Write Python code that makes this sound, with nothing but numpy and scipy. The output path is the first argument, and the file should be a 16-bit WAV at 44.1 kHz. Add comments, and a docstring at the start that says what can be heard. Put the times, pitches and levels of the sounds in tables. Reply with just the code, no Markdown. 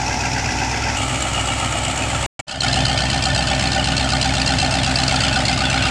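"""Sand dredger on the river

An eight-cylinder diesel drives the pump at a steady speed. Uneven firings throb, ring the open exhaust
and crack with escaping gas; the slurry jet rushes down beside it. The microphone stands at two places
among the moored boats, then close by, with a hard cut between the first two. A short silence with
one blip in it comes before the close place fades in."""
import sys
import numpy as np
from scipy import signal
from scipy.fft import rfft, irfft
from scipy.io import wavfile
from scipy.ndimage import uniform_filter1d

SR = 44100
rng = np.random.default_rng(int(sys.argv[2]) if len(sys.argv) > 2 else 0)


def transcribe(u):
    """Save the signal u as a 16-bit wav file named by the first command-line argument.

    u: samples, shape (n,) or (channels, n), limited to [-1, 1]; the rate is SR.
    q: integer samples, one column per channel.
    """
    v = np.clip(np.atleast_2d(u).T, -1, 1)
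    q = np.round(v * 32767).astype(np.int16)
    wavfile.write(sys.argv[1], SR, q)


N = 260190

# microphone places, the last close by: from t/s, to t/s, firing rate/Hz, reference firing t/s
PLACES = [(0, .965, 63.38, -.001), (.965, 2.263, 63.72, .011), (2.468, 5.91, 64.62, .0015)]
# balance at each place: level/dB of rumble, bark, pipe tones, rasp, crack and slurry;
# steady share of the gas noise (0-1), firing at which the throb is heaviest
BALANCE = [(-30, -28, 1.5, -27.5, -30.5, -33, 0.55, 1.24), (-31, -29, -0.7, -28, -30, -34.5, 0.54, 1.27),
           (-30, -29, -3.5, -26, -25.5, -32, 0.1, 5.35)]
# low throbbing exhaust tones that stay in step, each at its own level:
# multiple of the engine cycle, level/dB from the boats, level/dB close by
THROB_TONES = [(8, -30, -27.5), (13, -31.5, -33), (16, -33, -27), (21, -72.5, -36), (26, -55.5, -40),
               (28, -50, -40.5), (31, -72, -48), (32, -40, -32), (33, -42.5, -33), (34, -58.5, -58),
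               (39, -44.5, -43), (48, -53, -53)]
# cylinders in firing order, from the boats, then close by: level/dB of bark and rumble, rasp, crack
CYLINDERS = [
    [(-7.5, 10, 2), (-6.5, 6.5, 2.5), (-9.5, -0.5, -10), (-7.5, -9.5, -9), (-8, 4, 2.5), (-5, 7.5, 4),
     (-7.5, 6, -3.5), (-3.5, 6, -3)],
    [(-8, -7.5, 6.5), (-6.5, -9.5, 4), (-8.5, -6, 4.5), (-8, -7, 3.5), (-6, -7, 1.5), (-9.5, -6, 3),
     (-6, -10.5, -2.5), (-6.5, -9.5, -4)],
]
# each port's path to the pipe mouth, in firing order: lag/ms
PORT_LAG_MS = [1.503, -0.733, 0.508, -1.583, .4, 1.05, -.3, 0.505]
# low exhaust rumble, with the 36 Hz hum of another engine idling;
# from the boats, then close by: f/Hz, relative level/dB
RUMBLE_SPECTRA = [
    [(15, -27.5), (28, -19), (36, 7), (46, -20.5), (80, 3), (130, 3.5), (190, -2), (260, 0), (330, -.5),
     (440, -13), (700, -44.5)],
    [(28, -16), (36, 9), (46, -19), (80, 4), (160, 6.5), (240, -2.5), (330, -4), (440, -15), (700, -48)],
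]
# the exhaust at each place: f/Hz, relative level/dB
BARK_SPECTRA = [
    [(260, -41), (450, -9.5), (507, -19.5), (570, -5.5), (616, -12), (750, -0.5), (815, -6.5), (885, -1.5),
     (960, -6.5), (1060, -27), (1430, -38.5), (2420, -120)],
    [(260, -38.5), (450, -17), (553, -3), (734, -4), (923, -1.5), (1030, -34), (1100, -12), (1430, -14),
     (2420, -120)],
    [(260, -42), (450, -21), (523, -13.5), (593, -2.5), (720, -4), (780, -10), (850, -3.5), (937, -14.5),
     (1100, -26), (1430, -62), (2420, -120)],
]  # the pipe's lowest ring
RASP_SPECTRA = [
    [(650, -36), (1100, -10.5), (1230, -23.5), (1330, -0.5), (1860, -7.5), (2030, -3), (2570, -3),
     (3040, -9), (3600, -12), (4680, -66), (7920, -120)],
    [(650, -33), (1100, -7.5), (1330, 2), (1500, -7), (1780, -4.5), (2250, -2.5), (2430, -3.5), (2620, -2),
     (2760, -6), (3000, -1), (3600, -9.5), (4680, -49), (7920, -120)],
    [(650, -29.5), (1100, -24), (1220, -3), (1350, -6), (1450, 2), (1590, -5.5), (1830, -6), (1950, -9),
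     (2110, -5), (2520, -4.5), (2710, -2.5), (3070, -4), (3700, -6), (4810, -60), (8140, -120)],
]  # its higher rings
CRACK_SPECTRA = [
    [(2120, -27.5), (3600, -10), (4790, -1), (5440, 3), (7120, -4), (9670, -25), (13000, -35)],
    [(2120, -32.5), (3600, -8.5), (4320, -4.5), (4860, -8), (6200, -9), (6850, -2.5), (7500, -1.5),
     (8150, -2.5), (9000, -12), (13000, -37)],
    [(2180, -19), (3700, -13.5), (3850, -7), (4200, 2.5), (4560, -3), (4900, -1), (5590, -9), (6250, -10),
     (7980, -8.5), (8980, -16), (12500, -49), (16200, -78), (22000, -120)],
]  # the gas jet at its mouth
# pipe resonances at each place: f/Hz, level/dB, firing that sets it off, fall over the cycle/dB,
# pulsing with each firing/dB, phase wander/rad, level drift/(dB/s)
PIPE_TONES = [
    [(828, -33.5, 6.8, 11, 8.5, 1, -6), (1600, -37, 6.3, 31, 8.5, 0.56, 0.5),
     (2010, -38, 5.5, 11, 2, 0.83, 1), (2545, -37, 3.8, 21.5, 8.5, 0.93, -1.5)],
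    [(757, -33.5, 6, 17, 4.5, 1.6, 1), (1295, -37, 7.7, -3, 11, 0.87, -12),
     (2280, -38, 7.3, 11.5, 6, 0.51, -4.5), (2886, -33.5, 4.6, 9.5, 8, 0.32, -4)],
    [(775.5, -25.5, 2.15, 24.5, 3, 0.63, 0), (1486, -39, 2.5, 21, -3, 0.6, 4),
     (1790, -33, 2.6, 5, 1, 0.43, -2), (2693, -31, 7.7, 22, 0, 0.53, 3), (3080, -30.5, 7.8, 10, 8, 0.7, -4)],
]
# slurry falling on the river: f/Hz, relative level/dB
SLURRY_SPECTRUM = [(100, -2), (400, -3), (1100, 0.5), (3000, -9.5), (7500, -9), (10000, -20), (12500, -40),
                   (14000, -84)]
# slow rise and fall of the pipe's boom, rasp and crack: t/s, level/dB
BOOM_LEVEL = [(0, 2), (2.8, -1), (3.25, -5.5), (4.0, -0.5), (4.45, 1), (4.85, -0.5), (5.2, -1.5), (5.7, -1)]
RASP_LEVEL = [(0, -2.5), (1.55, 1), (1.75, 1), (2.8, 0), (3.5, 0), (4.95, 0.5), (5.2, 4), (5.4, 1.5),
              (5.85, 4)]
CRACK_LEVEL = [(0, 1.5), (2.7, -0.5), (3.75, -1), (4.25, -0.5), (4.9, 0), (5.1, 0.5), (5.85, -1.5)]
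# brief exhaust swells and dips: t/s, level/dB of bark and low pipe tones, level/dB of high pipe tones
SURGES = [(1.02, -1.5, 0), (1.38, 1.5, 4), (1.51, 2, 6), (2.13, -1.5, -9), (3.54, 4, 5), (3.79, 3, -5),
          (4.52, 2.5, 4), (4.64, 2.5, 3.5), (5.6, -2.5, -4)]
# firings that stand out: t/s, peak level/dB, ring f/Hz
HARD_FIRINGS = [(1.224, -18.5, 7400), (1.851, -22, 7960), (1.883, -21, 7500), (1.978, -23, 7250),
                (2.514, -23, 4300), (2.608, -14.5, 4220), (2.638, -20, 3120), (2.684, -15, 4300),
                (2.732, -16, 4070), (2.855, -18, 4700), (3.102, -18.5, 4730), (3.240, -17, 4820),
                (3.257, -14.5, 4200), (3.362, -18, 4810), (3.734, -20, 4200), (3.980, -16, 4360),
                (4.135, -19, 4140), (4.214, -17.5, 2920), (4.228, -18, 4890), (4.340, -25, 4230),
                (4.418, -15, 4580), (4.478, -15, 4200), (4.589, -17, 4970), (4.601, -19, 4150),
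                (4.847, -17.5, 4830), (4.958, -16, 4970), (5.037, -13, 4250), (5.081, -13, 4720),
                (5.162, -16.5, 4570), (5.206, -16, 4740), (5.284, -22, 5100), (5.454, -13.5, 4800),
                (5.484, -15, 4350)]
# the second place, heard for an instant in the silence: t/s, gain (0-1)
BLIP = [(2.392, 0), (2.393, 0.97), (2.404, 0.59), (2.412, 0)]


def undb(db):
    """Decibels to gain."""
    return 10 ** (np.asarray(db) / 20)


def unit(x):
    """Scale to rms 1."""
    return x / np.sqrt(np.mean(x ** 2))


def curve(table, t):
    """A table's (time, value) points joined by straight lines."""
    return np.interp(t, *np.transpose(table))


def walk(t, rate):
    """Slow chance with a spread near 1 and `rate` new values per unit of t."""
    return np.interp(t * rate, np.arange(4096), 1.44 * rng.standard_normal(4096))


def ring(x, spectrum, size=8192):
    """Minimum-phase filter shaped by (f/Hz, level/dB), so that peaks ring after each push; rms 1."""
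    hz, db = np.transpose(sorted(spectrum))
    bin_hz = np.arange(size // 2 + 1) * SR / size
    gain = undb(np.interp(np.log(bin_hz + 1), np.log(hz), db))
    cepstrum = irfft(np.log(gain))
    cepstrum[1:size // 2] *= 2
    cepstrum[size // 2 + 1:] = 0
    impulse = irfft(np.exp(rfft(cepstrum)))
    return unit(signal.fftconvolve(x, impulse)[:len(x)])


def throb(t, firings, close, waver_db=0.65, fall_db_per_octave=7):
    """Low exhaust tones in step, each at its own level; unequal cylinders add scattered ones between."""
    in_step = {round(multiple): near if close else far for multiple, far, near in THROB_TONES}
    between_db = -37 if close else -45
    out = 0
    for multiple in range(min(in_step), max(in_step) + 1):
        db = in_step.get(multiple, between_db - fall_db_per_octave * np.log2(multiple / 8))
        if 31 <= multiple <= 34:  # these boom in the pipe
            db = db + curve(BOOM_LEVEL, t)
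        lag = 2 * np.pi * rng.random() * (multiple not in in_step)
        wave = np.cos(2 * np.pi * multiple * firings / 8 + lag)
        out = out + np.sqrt(2) * undb(db + waver_db * walk(firings, 0.13)) * wave
    return out


def puffs(firings, cylinder_db, steady, rise, sharpness, whistle_db=1.0, whistle_step_hz=300):
    """Gas let out once a firing, over a steady hiss: each puff peaks in about `rise` firings and fades."""
    size, scatter_db = 2048, 0.57
    starts = np.flatnonzero(np.diff(np.floor(firings)) > 0)
    cylinder = np.floor(firings[starts + 1]).astype(int) % 8
    port_lag = np.round(np.array(PORT_LAG_MS)[cylinder] * SR / 1000).astype(int)
    starts = np.maximum(starts + port_lag, 0)
    stretch_db, strength = rng.standard_normal((len(starts), 2)).T
    # the jet whistles at a few pitches that change from puff to puff
    patches = np.clip(rng.standard_normal((len(starts), 256)), -2, 2)
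    bins = np.arange(size // 2 + 1) * SR / size / whistle_step_hz
    colour = undb(whistle_db * np.array([np.interp(bins, np.arange(256), p) for p in patches]))
    # a whistle takes its strength from the pitches around it
    colour /= np.sqrt(uniform_filter1d(colour ** 2, size=81, axis=1))
    gas = irfft(rfft(rng.standard_normal((len(starts), size))) * colour)
    age = np.arange(size) * np.mean(np.diff(firings)) / (rise * undb(stretch_db)[:, None])
    gas *= (age * np.exp(1 - age)) ** (sharpness / 2)
    gas *= undb(cylinder_db[cylinder] + scatter_db * strength)[:, None]
    samples = starts[:, None] + np.arange(size)
    train = np.bincount(samples.ravel(), gas.ravel(), len(firings))[:len(firings)]
    return np.sqrt(1 - steady) * unit(train) + np.sqrt(steady) * rng.standard_normal(len(firings))


def pipe_tones(t, firings, tones, low_db, high_db, flutter_db=1.0, high_above_hz=2500):
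    """A run of cylinders sets off each resonance once a cycle; it pulses with the firings."""
    rise_firings, lag_firings, fall_power = 0.91, 0.17, 0.82
    out = 0
    for hz, db, onset, fall_db, pulse_db, wander, drift_db_per_s in tones:
        age = (firings - onset) % 8
        cycle_db = -fall_db * np.maximum(1 - age / rise_firings, (age / 8) ** fall_power)
        firing_db = pulse_db * np.cos(2 * np.pi * (firings - lag_firings))
        swell = undb(cycle_db + firing_db + drift_db_per_s * t + flutter_db * walk(t, 30))
        pitch = hz * (1 + .006 * walk(t, 14))  # drifts with the heat of the gas
        phase = 2 * np.pi * np.cumsum(pitch) / SR + wander * (walk(t, 70) + hz / 1500 * walk(t, 150))
        surge_db = high_db if hz > high_above_hz else low_db
        out = out + undb(db + surge_db) * unit(swell * np.sin(phase))
    return out


def slurry(t, drop_db=3.5, surge_db=1.06):
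    """Countless drops and clods hit the river, in slow surges."""
    drops = rng.standard_normal(len(t)) * undb(drop_db * np.minimum(rng.exponential(size=len(t)), 4))
    return ring(drops, SLURRY_SPECTRUM) * undb(surge_db * walk(t, 6.6))


def surges(t, half_length_s=0.045):
    """The exhaust briefly swells or dips: level/dB for its low and its high rings."""
    peak_s, low_db, high_db = np.transpose(SURGES)
    bumps = np.exp(-((t[:, None] - peak_s) / half_length_s) ** 2)
    return bumps @ low_db, bumps @ high_db


def hard_firings(t, place, rise_s=.0019, ring_share=0.63):
    """A few firings burn much harder: each cracks and briefly rings the pipe mouth at its own pitch."""
    gas = ring(rng.standard_normal(len(t)), CRACK_SPECTRA[place])
    wander = 0.39 * walk(t, 600)
    out = np.zeros(len(t))
    for peak_s, db, hz in HARD_FIRINGS:
        span = np.abs(t - peak_s) < .03
        from_peak = t[span] - peak_s
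        age = np.maximum(1 + from_peak / rise_s, 0)
        tone = np.sqrt(2) * np.sin(2 * np.pi * hz * from_peak + wander[span])
        burst = np.sqrt(ring_share) * tone + np.sqrt(1 - ring_share) * gas[span]
        out[span] += undb(db) * age * np.exp(1 - age) * burst
    return out


def fade_in(age, throb_rise_s=0.28, rest_rise_s=0.025, held_s=0.15, held_db=-8.5):
    """Close by, the throb rises smoothly; the rest enters quickly, is held down at first, then opens."""
    throb_gain = np.clip(age / throb_rise_s, 0, 1) ** 1.3
    rest_gain = np.clip(age / rest_rise_s, 0, 1) * undb(held_db * (age < held_s))
    return throb_gain, rest_gain


def dredger(t, place):
    """Engine and slurry jet as they reach the microphone at one place."""
    start, _, firing_hz, reference_s = PLACES[place]
    rumble_db, bark_db, tones_db, rasp_db, crack_db, slurry_db, steady, heaviest = BALANCE[place]
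    close = place == 2
    bark_cylinders, rasp_cylinders, crack_cylinders = np.transpose(CYLINDERS[close])
    firings = (t - reference_s) * firing_hz + 0.023 * walk(t, 20)  # running count; the crank wavers
    low_db, high_db = surges(t)
    gas = puffs(firings, bark_cylinders, steady, rise=0.25, sharpness=1.2)
    rumble = undb(rumble_db) * ring(gas, RUMBLE_SPECTRA[close])
    gas = puffs(firings, bark_cylinders, steady / 4, rise=0.18, sharpness=1.0)
    bark = undb(bark_db + low_db) * ring(gas, BARK_SPECTRA[place])
    gas = puffs(firings, rasp_cylinders, steady, rise=0.18, sharpness=0.71,
                whistle_db=7.5, whistle_step_hz=150)
    rasp = undb(rasp_db + curve(RASP_LEVEL, t)) * ring(gas, RASP_SPECTRA[place])
    # the crack breaks out just after the port opens
    gas = puffs(firings - .06, crack_cylinders, steady, rise=0.12, sharpness=0.94,
                whistle_db=6, whistle_step_hz=278.6)
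    crack = undb(crack_db + curve(CRACK_LEVEL, t)) * ring(gas, CRACK_SPECTRA[place])
    tones = undb(tones_db) * pipe_tones(t, firings, PIPE_TONES[place], low_db, high_db)
    bass = throb(t, firings - heaviest, close)
    rest = rumble + bark + tones + rasp + crack + undb(slurry_db) * slurry(t)
    throb_gain, rest_gain = fade_in(t - start) if close else (1, 1)
    return throb_gain * bass + rest_gain * rest + hard_firings(t, place)


def scene():
    """The three places one after another; the second returns for a blip in the silence."""
    time = np.arange(N) / SR
    out = np.zeros(N)
    for place, (start, end, _, _) in enumerate(PLACES):
        span = (time > start - .1) & (time < end + .2)
        t = time[span]
        heard = 1. * ((t >= start) & (t < end))
        if place == 1:
            heard += curve(BLIP, t)
        out[span] += heard * dredger(t, place)
    return out[None]


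def record(dry, drive=0.74, top_hz=13000):
    """One microphone, mono: it rounds the loudest peaks, and the top is cut."""
    lowpass = signal.ellip(8, .2, 70, top_hz, fs=SR, output="sos")
    return signal.sosfilt(lowpass, np.tanh(drive * dry) / drive)


dry = scene()
out = record(dry)
transcribe(out)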